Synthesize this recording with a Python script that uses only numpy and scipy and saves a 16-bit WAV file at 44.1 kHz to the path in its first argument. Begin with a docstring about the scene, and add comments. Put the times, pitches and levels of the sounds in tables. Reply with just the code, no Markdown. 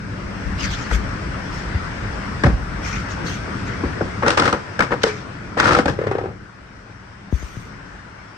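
"""Inside a humming workshop a car door slams softly and shoes scuff; a handle and latch then knock.
A second door is pulled open: its dry hinge clacks in noisy bursts, each clack with a short note,
the panel booms, and the check strap chatters in hollow knocks that fall in pitch.
The hall is drifting filtered noise; a hand-held pair of microphones hears it fade as it leans
into the cabin. Scuffs are gritty noise, thumps are sliding tones, and sparse echoes follow the car."""
import sys
import numpy as np
from scipy import signal
from scipy.fft import rfft, irfft, next_fast_len
from scipy.io import wavfile
from scipy.ndimage import uniform_filter1d

SR = 44100
rng = np.random.default_rng(int(sys.argv[2]) if len(sys.argv) > 2 else 0)


def master(y):
    """Save y as 16-bit WAV."""
    cut = np.clip(np.atleast_2d(y).T, -1, 1)
    pcm = np.round(cut * 32767)  # scale
    wavfile.write(sys.argv[1], SR, pcm.astype(np.int16))


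N = 369116

# hall noise as the microphones move: time_s, rumble_db, roar_db, throb_db
HALL_LEVELS = [(0, -36, -37.5, -40.5), (.55, -32, -33, -27), (1.1, -32.5, -32, -32.5), (2.4, -32, -32, -30),
               (2.6, -33, -35, -26.5), (2.9, -31, -31.5, -31), (3.9, -29, -32, -35.5),
               (4.25, -31, -32.5, -35), (4.6, -36.5, -35, -52), (5.548, -36.5, -38.5, -39),
               (6.0, -35.5, -41, -50), (6.4, -44.5, -45.5, -46.5), (7.3, -45.5, -44, -46.5),
               (7.7, -42.5, -41.5, -39.5), (8.37, -45.5, -43, -48.5)]
# relative spectra of the hall's rumble, deep throb and broad roar: pitch_hz, level_db (per Hz)
RUMBLE_SPECTRUM = [(45, -48), (70, -4.5), (100, 2.5), (147, -2.5), (190, -20.5), (233, -5.5), (376, -8.5),
                   (700, -16), (910, -58)]
THROB_SPECTRUM = [(15, -27), (32, -3), (48, 24), (60, 14), (75, 15), (100, -41.5)]
ROAR_SPECTRUM = [(240, -21), (400, -11), (508, -7), (672, -6), (988, -3), (1100, -3.5), (1470, 0),
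                 (2170, -7.5), (3940, -20.5), (5420, -16.5), (7070, -29), (8180, -26), (9600, -36),
                 (12500, -102)]
# wavering machine tones: pitch_hz, width_hz, level_db (re rumble, before the cabin shields them)
MACHINE_TONES = [(103.6, 6, -4), (185.4, 11.8, -1.5), (283.4, 9.8, -12)]
# the cabin shields the machine tones: time_s, level_db (re rumble)
TONE_SHIELDING = [(0, 2), (3.5, -2.5), (6.5, -1.5)]
# likeness of the hall at left and right: pitch_hz, likeness (-1 to 1)
HALL_LIKENESS = [(60, 0.92), (180, 0.96), (550, 0.14), (1650, 0.047), (4970, -0.072), (15000, 0.07)]
# shuffles of a shoe or cloth: start_s, length_s, level_db, rise_s,
# top_db (above 7930 Hz) and body_db (below 2510 Hz), both re level_db, sheen_hz (bright band centre)
SCUFF_STROKES = [(0.57, 0.12, -26, 0.065, -2, 2, 4960), (0.686, 0.083, -28.5, 0.024, -5, -3, 5200),
                 (0.755, 0.14, -35.5, 0.03, -6, 3.5, 5000), (0.887, 0.082, -30.5, 0.065, 8, 5, 5930),
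                 (1.508, 0.14, -39, .02, 1, -2, 5630), (2.821, 0.2, -33, 0.042, 1, 4, 5700),
                 (3.075, 0.067, -34, 0.032, -4, -8, 6400), (3.243, 0.13, -31.5, 0.023, 3.5, -3, 6000),
                 (3.255, 0.11, -36, 0.015, -9, -9, 4280), (3.656, 0.11, -39, 0.026, -3, 7, 5500),
                 (5.014, 0.2, -37.5, 0.0074, -6, 8, 5400), (7.306, 0.38, -44, 0.035, 11.5, 3, 6060)]
# filter shape of the scuff layer, with a dip near 10 kHz: pitch_hz, level_db (per Hz)
SCUFF_FILTER = [(710, -32), (1300, 0.5), (2200, -2), (3500, -5.5), (6500, -7.5), (8510, -22), (10300, -38),
                (11500, -18.5), (15500, -31)]
# dull blows whose note drops: start_s, peak_db, start_hz, end_hz, left_over_right_db
BLOWS = [(0.455, -21, 121, 60.6, 14), (0.624, -24, 90, 57, 15), (0.911, -15.5, 62, 58, 8),
         (0.914, -26, 1510, 626, 0), (0.929, -14.5, 60, 52.4, 4), (0.946, -15, 56.3, 52, 7),
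         (1.749, -11, 207, 71, 1), (2.438, -11, 354, 235, 4), (2.446, -5, 251, 116, -3),
         (2.466, -6, 214, 70, 1), (2.471, -8.5, 430, 181, 0), (2.496, -13.5, 302, 170, -3),
         (2.53, -16.5, 200, 130, -1), (2.491, -16, 90, 55.6, 0), (2.522, -10.5, 59.4, 49.3, -6),
         (3.837, -11.5, 370, 253, 2), (3.843, -16.5, 280, 198, -1), (3.848, -17, 119, 69, 1),
         (4.009, -10.5, 754, 354, 1), (4.015, -11.5, 355, 184, 0), (5.794, -8.5, 370, 215, 2),
         (5.895, -18, 246, 117, 6), (7.326, -10, 477, 61.7, 7.5), (7.427, -23, 544, 56.6, 5),
         (7.568, -24, 510, 91, 6)]
# hollow knocks of the check strap: start_s, peak_db, pitch_hz,
# tick_db and overtone_db (re peak), after_ring_t60_s
STRAP_KNOCKS = [(4.373, -7.5, 473.4, -13, -12, 0.29), (5.038, -4, 445.5, -62, -25, 0.13),
                (5.066, -11.5, 422, -30, -23, 0.3), (5.786, -6, 484, -20, -4, 0.14),
                (5.988, -9, 410, -38, -30, 0.047), (6.014, -11, 458, -39, -27, 0.055),
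                (6.038, -14, 443, -38, -23, 0.081), (6.068, -9.5, 429, -30.5, -14.5, 0.1),
                (6.112, -10, 383, -29, -7, 0.14), (6.151, -10.5, 392, -41, -11, 0.099),
                (6.183, -14.5, 472, -30, -3, 0.066), (6.212, -17.5, 363, -41, -7, 0.23),
                (6.238, -15, 378, -43, -16, 0.21), (6.256, -19, 399, -38, -8, 0.091)]
# short metallic clacks of slam, latch and hinge: start_s, clank_db,
# boom_db and tick_db (re clank), pitch_hz
CLACKS = [(0.911, -13, -4, -13, 1980), (2.435, -4, -14, -10, 1650), (2.44, -7.5, -8, -18, 990),
          (3.836, -18, 3.5, -28, 1140), (4.011, -16, 1, -26, 1445), (4.223, -10.5, -5, -45, 865),
          (4.231, -9, -7.5, -44, 1140), (4.262, -8.5, -9.5, -8, 1430), (4.279, -5, -20, 0, 1400),
          (4.303, -8, -9, 3, 1470), (4.375, -8, -10, -6, 906), (4.396, -7, -5, 4, 1260),
          (4.42, -5, -14, -12, 1390), (4.456, -6.5, -19, -7.5, 1250), (4.476, -3, -17, -11, 1290),
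          (4.526, -2.5, -11.5, -9, 1300), (4.791, -5, -8.5, -8, 1570), (4.803, -6.5, -16, -12, 1364),
          (4.805, -2.5, -23, -12, 2240), (4.821, -9.5, -10, -6, 1500), (4.906, -18.5, -2.5, -14, 1020),
          (4.923, -15, -5, -20, 1000), (5.032, -16.5, 1.5, 15, 1670), (5.036, -5, -23, -5, 1470),
          (5.569, -12.5, -3, -26, 754), (5.598, 0, -22, -3, 1490), (5.628, -5, -14, -16, 1390),
          (5.642, -9, -18.5, -25, 1270), (5.654, -1.5, -32, -18, 1420), (5.668, -7, -21, -10, 1366),
          (5.676, -7, -17, -16, 1300), (5.689, -2.5, -20, -15, 1390), (5.707, -1.5, -11.5, -17, 1290),
          (5.72, -6, -9, -10, 1220), (5.73, -9.5, -20, -1, 1235), (5.748, 1, -26, -16, 1330),
          (5.764, -5.5, -5.5, -21.5, 1200), (5.856, -8, -3, -4, 790), (5.88, -7.5, -20, -11.5, 1596)]
# door shaking or hinge dragging without pause: start_s, length_s, clank_db,
# then shudder_db, boom_db and tick_db (re clank)
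HINGE_DRAGS = [(2.44, 0.034, -22, -21, 5, -15), (4.23, 0.046, -24.5, -29, 4, -46),
               (4.265, 0.062, -21, -29, -7, -7.5), (4.375, 0.12, -20.5, -8, -2, -9.5),
               (4.53, 0.019, -24.5, 1, 4.5, -18), (4.817, 0.015, -22.5, -2, -0.5, -10.5),
               (4.903, 0.026, -20, -8.5, 2.5, -24), (5.048, 0.034, -26.5, -21, -4, -5.5),
               (5.569, 0.06, -18.5, -11, -6, -15), (5.624, 0.17, -23, -2.5, 2, -7),
               (5.868, 0.025, -23.5, 2, 5.5, -9), (5.99, 0.31, -45, 13.5, 13, -28)]
# resonances of the whole door on its hinges: pitch_hz, width_hz, level_db
DOOR_MODES = [(101.2, 3.7, -0.5), (133.4, 11, -8.5)]
# resonances of the door panel: pitch_hz, width_hz, level_db
PANEL_MODES = [(239, 8.4, -17), (335, 100, -3.5), (358, 77, -10), (486, 59, 3), (555, 38, -2),
               (726, 120, -7.5)]
# resonances of the metallic clank: pitch_hz, width_hz, level_db
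CLANK_MODES = [(837, 27, -8), (1050, 150, -1), (1186, 65, 0.5), (1314, 100, 4), (1483, 94, 3.5),
               (1610, 56, 0), (1756, 200, -0.5), (2083, 79, -4.5), (2430, 100, -11)]
# relative spectrum of the bright contact: pitch_hz, level_db (per Hz)
TICK_SPECTRUM = [(1500, -19.5), (2500, 1.5), (4000, -0.5), (5400, -1), (7100, -11), (8300, -10),
                 (9400, -16.5), (10500, -44), (15500, -33)]
# uneven microphone pair: pitch_hz, left_over_right_db
MIC_LEAN = [(60, 0.5), (160, 1.5), (450, 2.5), (740, 1.5), (1220, 7), (2010, 7), (3330, -3), (5500, 4.5),
            (9080, -4), (15000, 2)]
# overall treble roll-off of both channels: pitch_hz, level_db
TREBLE_ROLLOFF = [(8500, -0.5), (10500, -8.5), (16000, -14.5)]

BODY_HZ, TOP_HZ = 2510, 7930  # edges of a scuff's low and top bands
GRAIN_DB = 3.5  # scuffs wander in narrow bands by this much (rms)
SHEEN_DB, SHEEN_WIDTH_HZ = 5, 500  # each stroke lifts one bright band
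SCUFF_SAG_DB, SCUFF_T60_S = -9.5, 0.13  # past its peak each stroke tires, then dies away
SWELL_CYCLES = 0.87  # a blow peaks about one cycle of its end note after it lands
KNOCK_DROP, KNOCK_DROP_S = 0.37, 0.0025  # each knock starts sharp by this share and settles
PING_DB, PING_PEAK_S = -4.5, 0.0024  # clean note of a clack, re clank, and the time to its peak
RATTLE_DB = -6  # noisy rattle around that note, re clank
CLACK_T60_S, CLACK_RISE_S = 0.045, 0.003  # clank decay and rise
CLACK_LEAN_DB = -0.5  # left over right
DRAG_RISE_S, DRAG_SAG_DB, DRAG_T60_S = 0.016, -1, 0.15
CLANK_SHARE = 0.52  # clank dB per tick dB: a softer catch loses clank slower than tick
LAG_S = 0.00019  # the hinge side is nearer the right microphone
LOW_HZ, EDGE_HZ = 40.8, 15800  # the microphones lose the deepest bass; upper band limit
CEILING = 0.95  # loudest swing of the input stage


def gain_of(db):
    """Decibels to amplitude."""
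    return 10 ** (np.asarray(db) / 20)


def evened(x):
    """Scales to rms 1."""
    return x / np.sqrt(np.mean(x ** 2) + 1e-20)


def read(points, hz):
    """Reads a spectrum on a log-frequency axis."""
    f, value = np.transpose(points)
    return np.interp(np.log(hz + 1), np.log(f + 1), value)


def add(mix, s, sound):
    """Mixes a sound in at time s."""
    part = mix[..., round(s * SR):][..., :sound.shape[-1]]
    part += sound[..., :part.shape[-1]]


def colour(x, points):
    """Filters so that unit white noise comes out at rms 1 with this spectrum."""
    size = next_fast_len(N)
    response = evened(gain_of(read(points, np.fft.rfftfreq(size, 1 / SR))))
    return irfft(rfft(x, size) * response, size)[..., :N]


def ring(x, modes):
    """Parallel decaying resonances; unit white noise comes out at rms 1."""
    t = np.arange(4096) / SR
    tail = 0
    for hz, width, db in modes:
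        tail = tail + gain_of(db) * width * np.exp(-np.pi * width * t) * np.sin(2 * np.pi * hz * t)
    return signal.oaconvolve(x, tail[None] / np.linalg.norm(tail), axes=1)[:, :N]


def likened(a, b, same):
    """Left and right made from two independent noises, with the given likeness."""
    same = np.clip(same, -1, 1)
    return np.array([a, same * a + np.sqrt(1 - same ** 2) * b])


def pair(same):
    """White noise for left and right with the given likeness."""
    return likened(*rng.standard_normal((2, N)), same)


def grit(per_s, spread_db, decay_s):
    """Lumpy envelope of many tiny catches that each decay exponentially, rms 1."""
    catches = gain_of(spread_db * np.minimum(rng.exponential(1, N), 4)) * (rng.random(N) < per_s / SR)
    return evened(signal.lfilter([1], [1, -np.exp(-1 / (decay_s * SR))], catches))


def stroke(length, rise, sag_db, t60):
    """Gain of one stroke: it rises, sags until its end, then dies away."""
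    t = np.arange(0, length + .3, 1 / SR)
    tired = np.clip((t - rise) / max(length - rise, .001), 0, 1)
    fall_db = sag_db * tired ** 2 - 60 * np.maximum(t - length, 0) / t60
    return np.minimum(t / rise, 1) * gain_of(fall_db)


def hall():
    """Diffuse rumble, wavering machine tones, deep throb and a broad roar, with drifting patches."""
    frames, hz = N // 512 + 5, np.fft.rfftfreq(2048, 1 / SR)
    t = np.arange(frames) * 512 / SR
    a, b, c, d, patches = rng.standard_normal((5, 1025, frames))
    patches = evened(uniform_filter1d(uniform_filter1d(patches, 16, 0), 6, 1))
    s, *levels = np.transpose(HALL_LEVELS)
    rumble_db, roar_db, throb_db = [np.interp(t, s, level) for level in levels]
    hum_db = rumble_db + np.interp(t, *np.transpose(TONE_SHIELDING))

    hum = 0
    for tone_hz, width, db in MACHINE_TONES:
        line = np.exp(-((hz - tone_hz) / width) ** 2)
        hum = hum + gain_of(db) ** 2 * line / line.sum()
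    power = np.outer(hum, gain_of(hum_db) ** 2)
    layers = [(RUMBLE_SPECTRUM, rumble_db), (THROB_SPECTRUM, throb_db), (ROAR_SPECTRUM, roar_db)]
    for points, level_db in layers:
        spectrum = gain_of(read(points, hz)) ** 2
        power += np.outer(spectrum / spectrum.sum(), gain_of(level_db) ** 2)

    z = likened(a + 1j * b, c + 1j * d, read(HALL_LIKENESS, hz)[:, None])
    # the last factor makes up for the overlap of unrelated frames
    z *= np.sqrt(power) * gain_of(1.53 * patches) * np.sqrt(3 / 2)
    return signal.istft(z, nperseg=2048, noverlap=1536)[1][:, :N]


def room(x):
    """Sparse echoes of random sign from the car's side and the hall, dying exponentially."""
    at = np.arange(300, 13000, 20) + rng.integers(0, 20, (2, 635))  # one per 20 samples, jittered
    echoes = rng.choice([-1., 1.], at.shape) * gain_of(-60 * at / SR / 0.46)
    taps = np.zeros((2, 13100))
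    np.put_along_axis(taps, at, echoes, 1)
    return signal.oaconvolve(x, taps / np.linalg.norm(taps[0]), axes=1)[:, :N]


def scuffs():
    """Dense fine grit under a swelling stroke, each with its own body, bright band and top level."""
    rasp = grit(4000, 1, .004) * (1 + .08 * grit(90, 1, .015))
    hz, t, z = signal.stft(colour(pair(0.11) * evened(rasp), SCUFF_FILTER), SR, nperseg=256)
    grain = rng.standard_normal(z.shape[1:])
    grain = evened(uniform_filter1d(uniform_filter1d(grain, 3, 0), 12, 1))
    z = z * evened(gain_of(GRAIN_DB * grain))
    power = np.zeros(z.shape[1:])
    for s, length, db, rise, top_db, body_db, sheen_hz in SCUFF_STROKES:
        rub = np.zeros(N)
        add(rub, s, stroke(length, rise, SCUFF_SAG_DB, SCUFF_T60_S))
        sheen = SHEEN_DB * np.exp(-((hz - sheen_hz) / SHEEN_WIDTH_HZ) ** 2)
        tone_db = db + top_db * (hz > TOP_HZ) + body_db * (hz < BODY_HZ) + sheen
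        power += np.outer(gain_of(tone_db), np.interp(t * SR, np.arange(N), rub)) ** 2
    return signal.istft(z * np.sqrt(power), nperseg=256)[1][:, :N]


def thumps():
    """Each blow is a few cycles sliding from a knock down to a boom that swells and dies."""
    out, t = np.zeros((2, N)), np.arange(SR // 3) / SR
    for s, db, start_hz, end_hz, pan_db in BLOWS:
        turns = np.cumsum(end_hz + (start_hz - end_hz) * np.exp(-t / 0.0029)) / SR
        swell = np.exp(-.9 * (t * end_hz / SWELL_CYCLES - 1) ** 2)
        swell += 0.053 * gain_of(-60 * t / 0.23)  # faint longer tail
        sides = gain_of([[db + pan_db / 2], [db - pan_db / 2]])
        add(out, s, sides * swell * np.sin(2 * np.pi * turns))
    return out


def strap():
    """Each catch is a hollow knock of about two cycles, falling in pitch, with overtone and after-ring."""
    out, t = np.zeros(N), np.arange(SR // 3) / SR
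    for s, db, hz, _, over_db, t60 in STRAP_KNOCKS:
        knock = np.minimum(t / 0.0023, 1) * np.exp(-((t - .0035) / 0.0027) ** 2)
        after_ring = 0.46 * (1 - np.exp(-(t / 0.0086) ** 3)) * gain_of(-60 * t / t60)
        turns = np.cumsum(hz * (1 + KNOCK_DROP * np.exp(-t / KNOCK_DROP_S))) / SR
        tone = np.sin(2 * np.pi * turns) + gain_of(over_db) * np.sin(2 * np.pi * 780 * t)
        add(out, s, gain_of(db) * (knock + after_ring) * tone)
    return out


def pings():
    """Each clack has a brief clean note of its own pitch that swells and dies within milliseconds."""
    out, t = np.zeros(N), np.arange(SR // 20) / SR
    u = t / PING_PEAK_S
    shape = (u * np.exp(1 - u)) ** 2  # peaks at u = 1
    for s, db, _, _, hz in CLACKS:
        add(out, s, gain_of(db + PING_DB) * shape * np.sin(2 * np.pi * (hz * t + rng.random())))
    return out


def clacks_and_drags():
    """Clacks, strap catches and hinge drag drive noise through panel, clank and tick resonances."""
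    force, t = np.zeros((3, 2, N)), np.arange(SR // 5) / SR  # boom, clank and tick
    side = gain_of([[CLACK_LEAN_DB / 2], [-CLACK_LEAN_DB / 2]]) * np.minimum(t / CLACK_RISE_S, 1) ** 2
    for s, db, boom_db, tick_db, _ in CLACKS:
        # decay re clank: the panel rings longer, the tick shorter
        parts = [(boom_db, 1.8), (RATTLE_DB, 1), (tick_db, .42)]
        for k, (rel_db, ring_on) in enumerate(parts):
            add(force[k], s, side * gain_of(db + rel_db - 60 * t / (CLACK_T60_S * ring_on)))
    for s, db, _, tick_db, *_ in STRAP_KNOCKS:
        add(force[1], s, gain_of(db + CLANK_SHARE * tick_db - 60 * t / 0.15)[None])
        add(force[2], s, gain_of(db + tick_db - 60 * t / 0.079)[None])

    catches = grit(2000, 1.1, .0025)
    drag = np.zeros((4, N))  # boom, clank, tick and shudder
    for s, length, db, shudder_db, boom_db, tick_db in HINGE_DRAGS:
        parts = gain_of(db + np.array([[boom_db], [0], [tick_db], [shudder_db]]))
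        add(drag, s, parts * stroke(length, DRAG_RISE_S, DRAG_SAG_DB, DRAG_T60_S))

    boom, clank, tick = np.hypot(force, catches * drag[:3, None])
    out = ring(drag[3] * pair(1.0), DOOR_MODES)
    out = out + ring(boom * pair(1.0), PANEL_MODES)
    out = out + ring(clank * pair(0.17), CLANK_MODES)
    return out + colour(tick * pair(0.1), TICK_SPECTRUM)  # the tick is filtered noise


def scene():
    """Car and shoes in the hall; the door's hinge side reaches the left microphone later."""
    left, right = clacks_and_drags() + strap() + pings()
    car = np.array([np.roll(left, round(LAG_S * SR)), right]) + thumps()
    return hall() + scuffs() + car + gain_of(-14) * room(car)


def record(dry):
    """An uneven microphone pair: treble rolls off, deep bass is lost, loud peaks saturate; band limit."""
    size = next_fast_len(N)
    hz = np.fft.rfftfreq(size, 1 / SR)
    colour_db = np.outer([.5, -.5], read(MIC_LEAN, hz)) + read(TREBLE_ROLLOFF, hz)
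    heard = irfft(rfft(dry, size) * gain_of(colour_db), size)[:, :N]
    heard = signal.sosfilt(signal.butter(2, LOW_HZ, "high", fs=SR, output="sos"), heard)
    limited = heard / (1 + (heard / CEILING) ** 4) ** (1 / 4)
    band_limit = signal.firwin(511, EDGE_HZ, window=("kaiser", 9), fs=SR)
    return signal.oaconvolve(limited, band_limit[None], "same")


dry = scene()
out = record(dry)
master(out)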